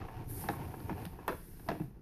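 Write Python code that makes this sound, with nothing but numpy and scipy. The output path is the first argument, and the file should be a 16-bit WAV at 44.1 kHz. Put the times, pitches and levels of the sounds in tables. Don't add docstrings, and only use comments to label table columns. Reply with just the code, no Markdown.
import sys
import numpy as np
from scipy import signal
from scipy.fft import rfft, irfft, next_fast_len
from scipy.io import wavfile
from scipy.ndimage import uniform_filter1d, map_coordinates

SR = 44100
rng = np.random.default_rng(int(sys.argv[2]) if len(sys.argv) > 2 else 0)


def wav_out(sig):
    wavfile.write(sys.argv[1], SR, np.round(np.clip(np.atleast_2d(sig).T, -1, 1) * 32767).astype(np.int16))


def makeup_ratio(level_db):
    decades = np.asarray(level_db, float) / 20
    return 10 ** decades


N = 88817

# time_s, level_db
SLIDE = [(0, -67), (.265, -65), (.3, -47), (.43, -42.5), (.47, -50), (.52, -49), (.58, -57), (.85, -57.5),
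         (.93, -61.5), (1.04, -56), (1.16, -66.5), (1.26, -65), (1.31, -55.5), (1.55, -57.5), (1.72, -59.5),
         (1.85, -63), (1.92, -75.5), (2.01, -82)]
# freq_hz, density_db (per Hz)
HISS = [(5000, -40), (7000, -16), (8900, -4.5), (10500, -2), (12300, 1), (13800, -0.5)]
# freq_hz, density_db (per Hz)
RUB = [(900, -27), (1500, 2), (3200, -9), (5300, -4.5), (7000, -9.5), (9000, -21)]
# time_s, jolt_db, rattle_db
REEL = [(0, -41.5, -51.5), (.12, -51.5, -56.5), (.25, -47.5, -58), (.3, -46.5, -64.5), (.42, -46.5, -54),
        (.53, -48, -52.5), (.6, -43.5, -53), (.72, -46, -53), (.86, -48, -57), (.95, -42.5, -53.5),
        (1.05, -47.5, -52), (1.12, -52, -61), (1.26, -51, -57), (1.42, -57.5, -82), (1.62, -55.5, -67),
        (1.76, -49, -62), (1.9, -52.5, -65), (2.01, -58, -79)]
# freq_hz, width_hz, level_db
JOLT_PEAKS = [(83.6, 27.7, 0.5), (128.3, 46, 0), (197.6, 20.6, -5.5), (269, 109, -8.5), (424, 170, -13)]
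# freq_hz, width_hz, level_db
RATTLE_PEAKS = [(437, 89, -5.5), (745, 73, 0), (911, 48, 0), (1078, 71, -6), (1500, 397, -14.5),
                (2550, 770, -18.5), (5200, 2600, -32)]
# start_s, peak_db, thud_db (over peak), crack_db (over peak), panel_hz
KNOCKS = [
    (0.4872, -28.5, 1.5, -3.5, 1710),
    (0.8946, -29, -4.5, -35, 945),
    (1.2794, -23, -21, -13, 885),
    (1.6873, -24, -13, -9.5, 683),
    (1.7987, -42, -13, -34, 800),
]
# start_s, peak_db, thud_db (over peak), panel_hz
REBOUNDS = [(0.4896, -22.5, -23.5, 803), (0.4993, -28.5, -3, 740), (.527, -43, -27, 860),
            (.535, -36.5, -26, 1090), (.903, -37, 7, 820), (.927, -38, -12, 900), (1.2815, -28.5, -16, 914),
            (1.2857, -25.5, -14, 1044), (1.291, -29, -20, 1294), (1.299, -27.5, -29, 368),
            (1.307, -32, -30, 494), (1.321, -33, -15, 470), (1.3225, -39.5, -36, 1500),
            (1.329, -34, -12, 513), (1.345, -39, -19, 447), (1.678, -40, -6, 800), (1.692, -24.5, -14, 702),
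            (1.701, -26, -8.5, 726), (1.704, -32, -22, 930), (1.715, -25.5, -28, 422),
            (1.727, -44, -14, 653), (1.739, -47, -21, 760), (1.752, -38.5, -15, 690),
            (1.817, -41, -28, 690)]
# start_s, peak_db, thud_db (over peak), crack_db (over peak), panel_hz
TAPS = [(0.016, -41, -26, -20, 1230), (0.084, -37, -31, -39, 765), (0.311, -51, 10.5, -26, 822),
        (0.438, -37.5, 1, -14, 810), (0.739, -37.5, -16, -37, 810), (0.802, -47.5, -4, -0.5, 815),
        (0.978, -42.5, 4.5, -23, 810), (1.052, -47.5, 7.5, 10, 810), (1.062, -46, -26, 2, 780),
        (1.188, -42.5, -14, -40, 960), (1.245, -48, -22, -30, 930), (1.595, -49.5, 2.5, -3, 830),
        (1.663, -51, -11, -26, 830)]
# start_s, level_db
TICKS = [
    (1.0532, -41),
    (1.2793, -33.5),
    (1.688, -44.5),
]
# freq_hz, level_db, t60_s
SHELL = [(470, -4.5, 0.025), (685, -3, 0.025), (964, 5, 0.012), (1308, -4, 0.014), (1690, -3.5, 0.023),
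         (2060, -16, 0.026), (2611, -14, 0.039), (3570, -24, 0.015)]
# freq_hz, level_db, t60_s
FRAME = [(130, -10, 0.11), (180.6, 0, 0.13), (260, -3.5, 0.054), (321.3, 1.5, 0.09), (403, -4, 0.033)]
# freq_hz, density_db (per Hz)
CRACK = [(1500, 9), (2500, 5), (4500, 1), (6500, -10), (8500, -55)]
# freq_hz, width_hz, level_db
SCRAPE_PEAKS = [(254, 50, 4.5), (442, 257, 2), (800, 780, -7.5), (1500, 230, -6.5), (2400, 320, -13),
                (4860, 3400, -29.5)]
# start_s, peak_db, pitch_hz
THUMPS = [(0.012, -40, 230), (0.161, -42, 115), (0.2, -46, 297), (0.229, -41, 79), (0.303, -31, 106.3),
          (0.364, -33, 100), (0.4911, -30, 258), (0.506, -36, 240), (0.529, -36, 192), (0.573, -31.5, 130),
          (0.599, -28, 142), (0.675, -42, 99), (0.741, -28.5, 432), (0.802, -40.5, 101), (.904, -32, 200),
          (.919, -28.5, 193), (0.94, -32, 102), (1.031, -38, 107), (1.065, -30.5, 165), (1.187, -36, 400),
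          (1.205, -37.5, 307), (1.279, -23.5, 345), (1.287, -24, 455), (1.296, -29, 296), (1.664, -32, 317),
          (1.689, -22, 302), (1.697, -26.5, 193), (1.727, -26, 296), (1.737, -33, 190), (1.772, -39, 290),
          (1.799, -27.5, 340), (1.8048, -23.5, 169.7), (1.805, -23.5, 310), (1.817, -32, 260),
          (1.834, -35.5, 130), (1.864, -42, 120.6), (1.88, -41, 188), (1.93, -41, 181), (1.97, -42, 175)]
# freq_hz, t60_s
ROOM = [(200, 0.28), (1000, 0.28), (3000, 0.43), (10000, 0.31)]
# freq_hz, density_db (per Hz)
HUM = [(12, -35), (20, 3), (80, -3), (113, -31), (157, -3), (260, -22.5), (561, -31.5), (2000, -40.5),
       (2600, -112), (4400, -120)]

RUB_DB, RUB_GROWS = -12.5, 0.69
JOLTS_PER_S, JOLT_SPREAD_DB = 300, 2
RATTLES_PER_S, RATTLE_SPREAD_DB = 1500, -0.5
SHELL_DB, PANEL_DB, PANEL_T60_S = -6, 5, 0.03
THUD_DB, THUD_LAG_S = -5, 0.00553
CRACK_DB, CRACK_T60_S = 1.5, 0.017
CHATTER_S, CHATTER_DB = 0.005006, -1.5
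REBOUND_SHELL_DB, REBOUND_CRACK_DB = -4.5, -18
SCRAPE_DB, SCRAPE_T60_S = -14, 0.2
TAP_DB, TAP_SPREAD_S, TICK_T60_S = -1, 0.011, 0.022
THUMP_CYCLES, THUMP_ATTACK_S = 10.4, 0.0032
ROOM_DB, HUM_DB = -10, -52.5
LIMIT, KNEE = 0.09, 4
NOTCH_HZ, NOTCH_WIDTH_HZ, NOTCH_DEPTH = 7980, 1010, 0.51
TOP_HZ = 13900


def unit(x):
    return x / np.sqrt(np.mean(x ** 2) + 1e-20)


def along(points, hz):
    f, v = np.transpose(points)
    return np.interp(np.log(hz + 1), np.log(f + 1), v)


def curves(rows):
    s, *cols = np.transpose(rows)
    return [np.interp(np.arange(N) / SR, s, c) for c in cols]


def wobble(rate):
    knots = rng.standard_normal(int(N * rate / SR) + 4)
    return map_coordinates(knots, [np.arange(N) * rate / SR])


def filtered(x, response):
    m = next_fast_len(len(x) + SR // 2)
    return irfft(rfft(x, m) * response(np.fft.rfftfreq(m, 1 / SR)), m)[:len(x)]


def rush(spectrum, patchy_db):
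    z = signal.stft(rng.standard_normal(N), nperseg=256)[2]
    field = uniform_filter1d(rng.standard_normal(z.shape), 8, 0)
    field = uniform_filter1d(field, 8, 1)
    x = signal.istft(z * makeup_ratio(patchy_db * unit(field)), nperseg=256)[1][:N]
    return unit(filtered(x, lambda hz: makeup_ratio(along(spectrum, hz))))


def puff(spectrum, t, t60):
    noise = filtered(rng.standard_normal(len(t)), lambda hz: makeup_ratio(along(spectrum, hz)))
    return unit(noise) * makeup_ratio(-60 * t / t60)


def shaken(peaks, rate, spread_db):
    chance, size, sign = rng.random((3, N))
    hits = (chance < rate / SR) * makeup_ratio(-spread_db * np.log(size + 1e-9)) * np.sign(sign - 0.5)

    def body(f):
        total = 0
        for k, (centre, width, db) in enumerate(peaks):
            band = 1j * f * width
            total = total + (-1) ** k * makeup_ratio(db) * band / (centre ** 2 - f * f + band)
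        return total

    return unit(filtered(hits, body))


def ring(modes, t, attack_s, detune):
    swing = rng.standard_normal((len(modes), 2))
    tones = 0
    for k, (hz, db, t60) in enumerate(modes):
        level = makeup_ratio(db + 2 * swing[k, 0] - 60 * t / t60)
        pitch_hz = hz * (1 + detune * swing[k, 1])
        tones = tones + (-1) ** k * level * np.sin(2 * np.pi * pitch_hz * t)
    return tones * (1 - np.exp(-t / attack_s))


def glove():
    level_db, = curves(SLIDE)
    hiss = makeup_ratio(level_db + 0.4 * wobble(14)) * rush(HISS, patchy_db=1.2)
    mean_db = level_db.mean()
    rub_db = mean_db + RUB_GROWS * (level_db - mean_db) + RUB_DB
    return hiss + makeup_ratio(rub_db) * rush(RUB, patchy_db=1.5)


def reel():
    jolt_db, rattle_db = curves(REEL)
    lumps = wobble(22.76)
    jolts = makeup_ratio(jolt_db + 1.36 * lumps) * shaken(JOLT_PEAKS, JOLTS_PER_S, JOLT_SPREAD_DB)
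    rattle_gain = makeup_ratio(rattle_db + 2.2 * lumps + 0.67 * wobble(29.8))
    return jolts + rattle_gain * shaken(RATTLE_PEAKS, RATTLES_PER_S, RATTLE_SPREAD_DB)


def blow(db, thud_db, crack_db, contacts, panel_hz):
    t = np.arange(SR // 4) / SR

    def late(x, s):
        return np.pad(x, (round(max(s, 0) * SR), 0))[:len(t)]

    shell = sum(late(makeup_ratio(level) * ring(SHELL, t, 0.0006, detune=0.035), s) for s, level in contacts)
    panel = makeup_ratio(PANEL_DB - 60 * t / PANEL_T60_S) * np.sin(2 * np.pi * panel_hz * t)
    shell = shell + panel * (1 - np.exp(-t / 0.00067))
    thud = late(ring(FRAME, t, 0.0025, detune=0.046), THUD_LAG_S)
    crack = puff(CRACK, t, CRACK_T60_S) * (1 - np.exp(-t / 0.00055))
    mix = makeup_ratio(SHELL_DB) * shell + makeup_ratio(THUD_DB + thud_db) * thud + makeup_ratio(CRACK_DB + crack_db) * crack
    return makeup_ratio(db) * mix


def knocks():
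    out, rubbing = np.zeros(N + SR), np.zeros(N + SR)
    t = np.arange(SR // 4) / SR
    sounds = []
    for s, db, thud_db, hz in REBOUNDS:
        sounds.append((s, blow(db, thud_db, REBOUND_CRACK_DB, [(0.0015, REBOUND_SHELL_DB)], hz)))
    for s, db in TICKS:
        sounds.append((s, makeup_ratio(db) * puff(HISS, t, TICK_T60_S)))
    for s, db, thud_db, crack_db, hz in KNOCKS:
        contacts = [(0, 0), (CHATTER_S * rng.random(), CHATTER_DB)]
        sounds.append((s, blow(db, thud_db, crack_db, contacts, hz)))
        rubbing[round(s * SR):][:len(t)] += makeup_ratio(db + SCRAPE_DB - 60 * t / SCRAPE_T60_S)
    for s, db, thud_db, crack_db, hz in TAPS:
        contacts = [(0.0013, 0)] + [(TAP_SPREAD_S * u, -4) for u in rng.random(3)]
        sounds.append((s, blow(db + TAP_DB, thud_db, crack_db, contacts, hz)))
    for s, x in sounds:
        out[round(s * SR):][:len(x)] += x
    return out[:N] + rubbing[:N] * shaken(SCRAPE_PEAKS, RATTLES_PER_S, RATTLE_SPREAD_DB)


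def thumps():
    out, t = np.zeros(N + SR), np.arange(SR // 4) / SR
    for s, db, hz in THUMPS:
        tone = ring([(hz, db, THUMP_CYCLES / hz)], t, THUMP_ATTACK_S, detune=0)
        out[round(s * SR):][:len(t)] += tone
    return out[:N]


def room(x):
    out, step = np.zeros(N + 2 * SR), SR // 3
    for start in range(0, N, step):
        hz, t, z = signal.stft(rng.standard_normal(SR // 2), SR, nperseg=256)
        fade = makeup_ratio(-60 * t / along(ROOM, hz)[:, None])
        tail = signal.istft(z * fade, SR, nperseg=256)[1]
        wet = signal.fftconvolve(x[start:start + step], tail / np.linalg.norm(tail))
        out[start + 200:][:len(wet)] += wet
    return out[:N]


def hum():
    return makeup_ratio(HUM_DB + 1.2 * wobble(6)) * rush(HUM, patchy_db=1.1)


def scene():
    hits = knocks() + thumps()
    return (hits + makeup_ratio(ROOM_DB) * room(hits) + reel() + glove() + hum())[None]


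def top_cut(x):
    return signal.sosfilt(signal.butter(12, 14000, fs=SR, output="sos"), x)


def record(dry):
    def treble_dip(hz):
        dip = NOTCH_DEPTH * np.exp(-((hz - NOTCH_HZ) / NOTCH_WIDTH_HZ) ** 2)
        return (1 - dip) * (hz < TOP_HZ)

    limited = dry[0] / (1 + abs(dry[0] / LIMIT) ** KNEE) ** (1 / KNEE)
    mix = filtered(limited, treble_dip)[None]
    return top_cut(mix)


dry = scene()
out = record(dry)
wav_out(out)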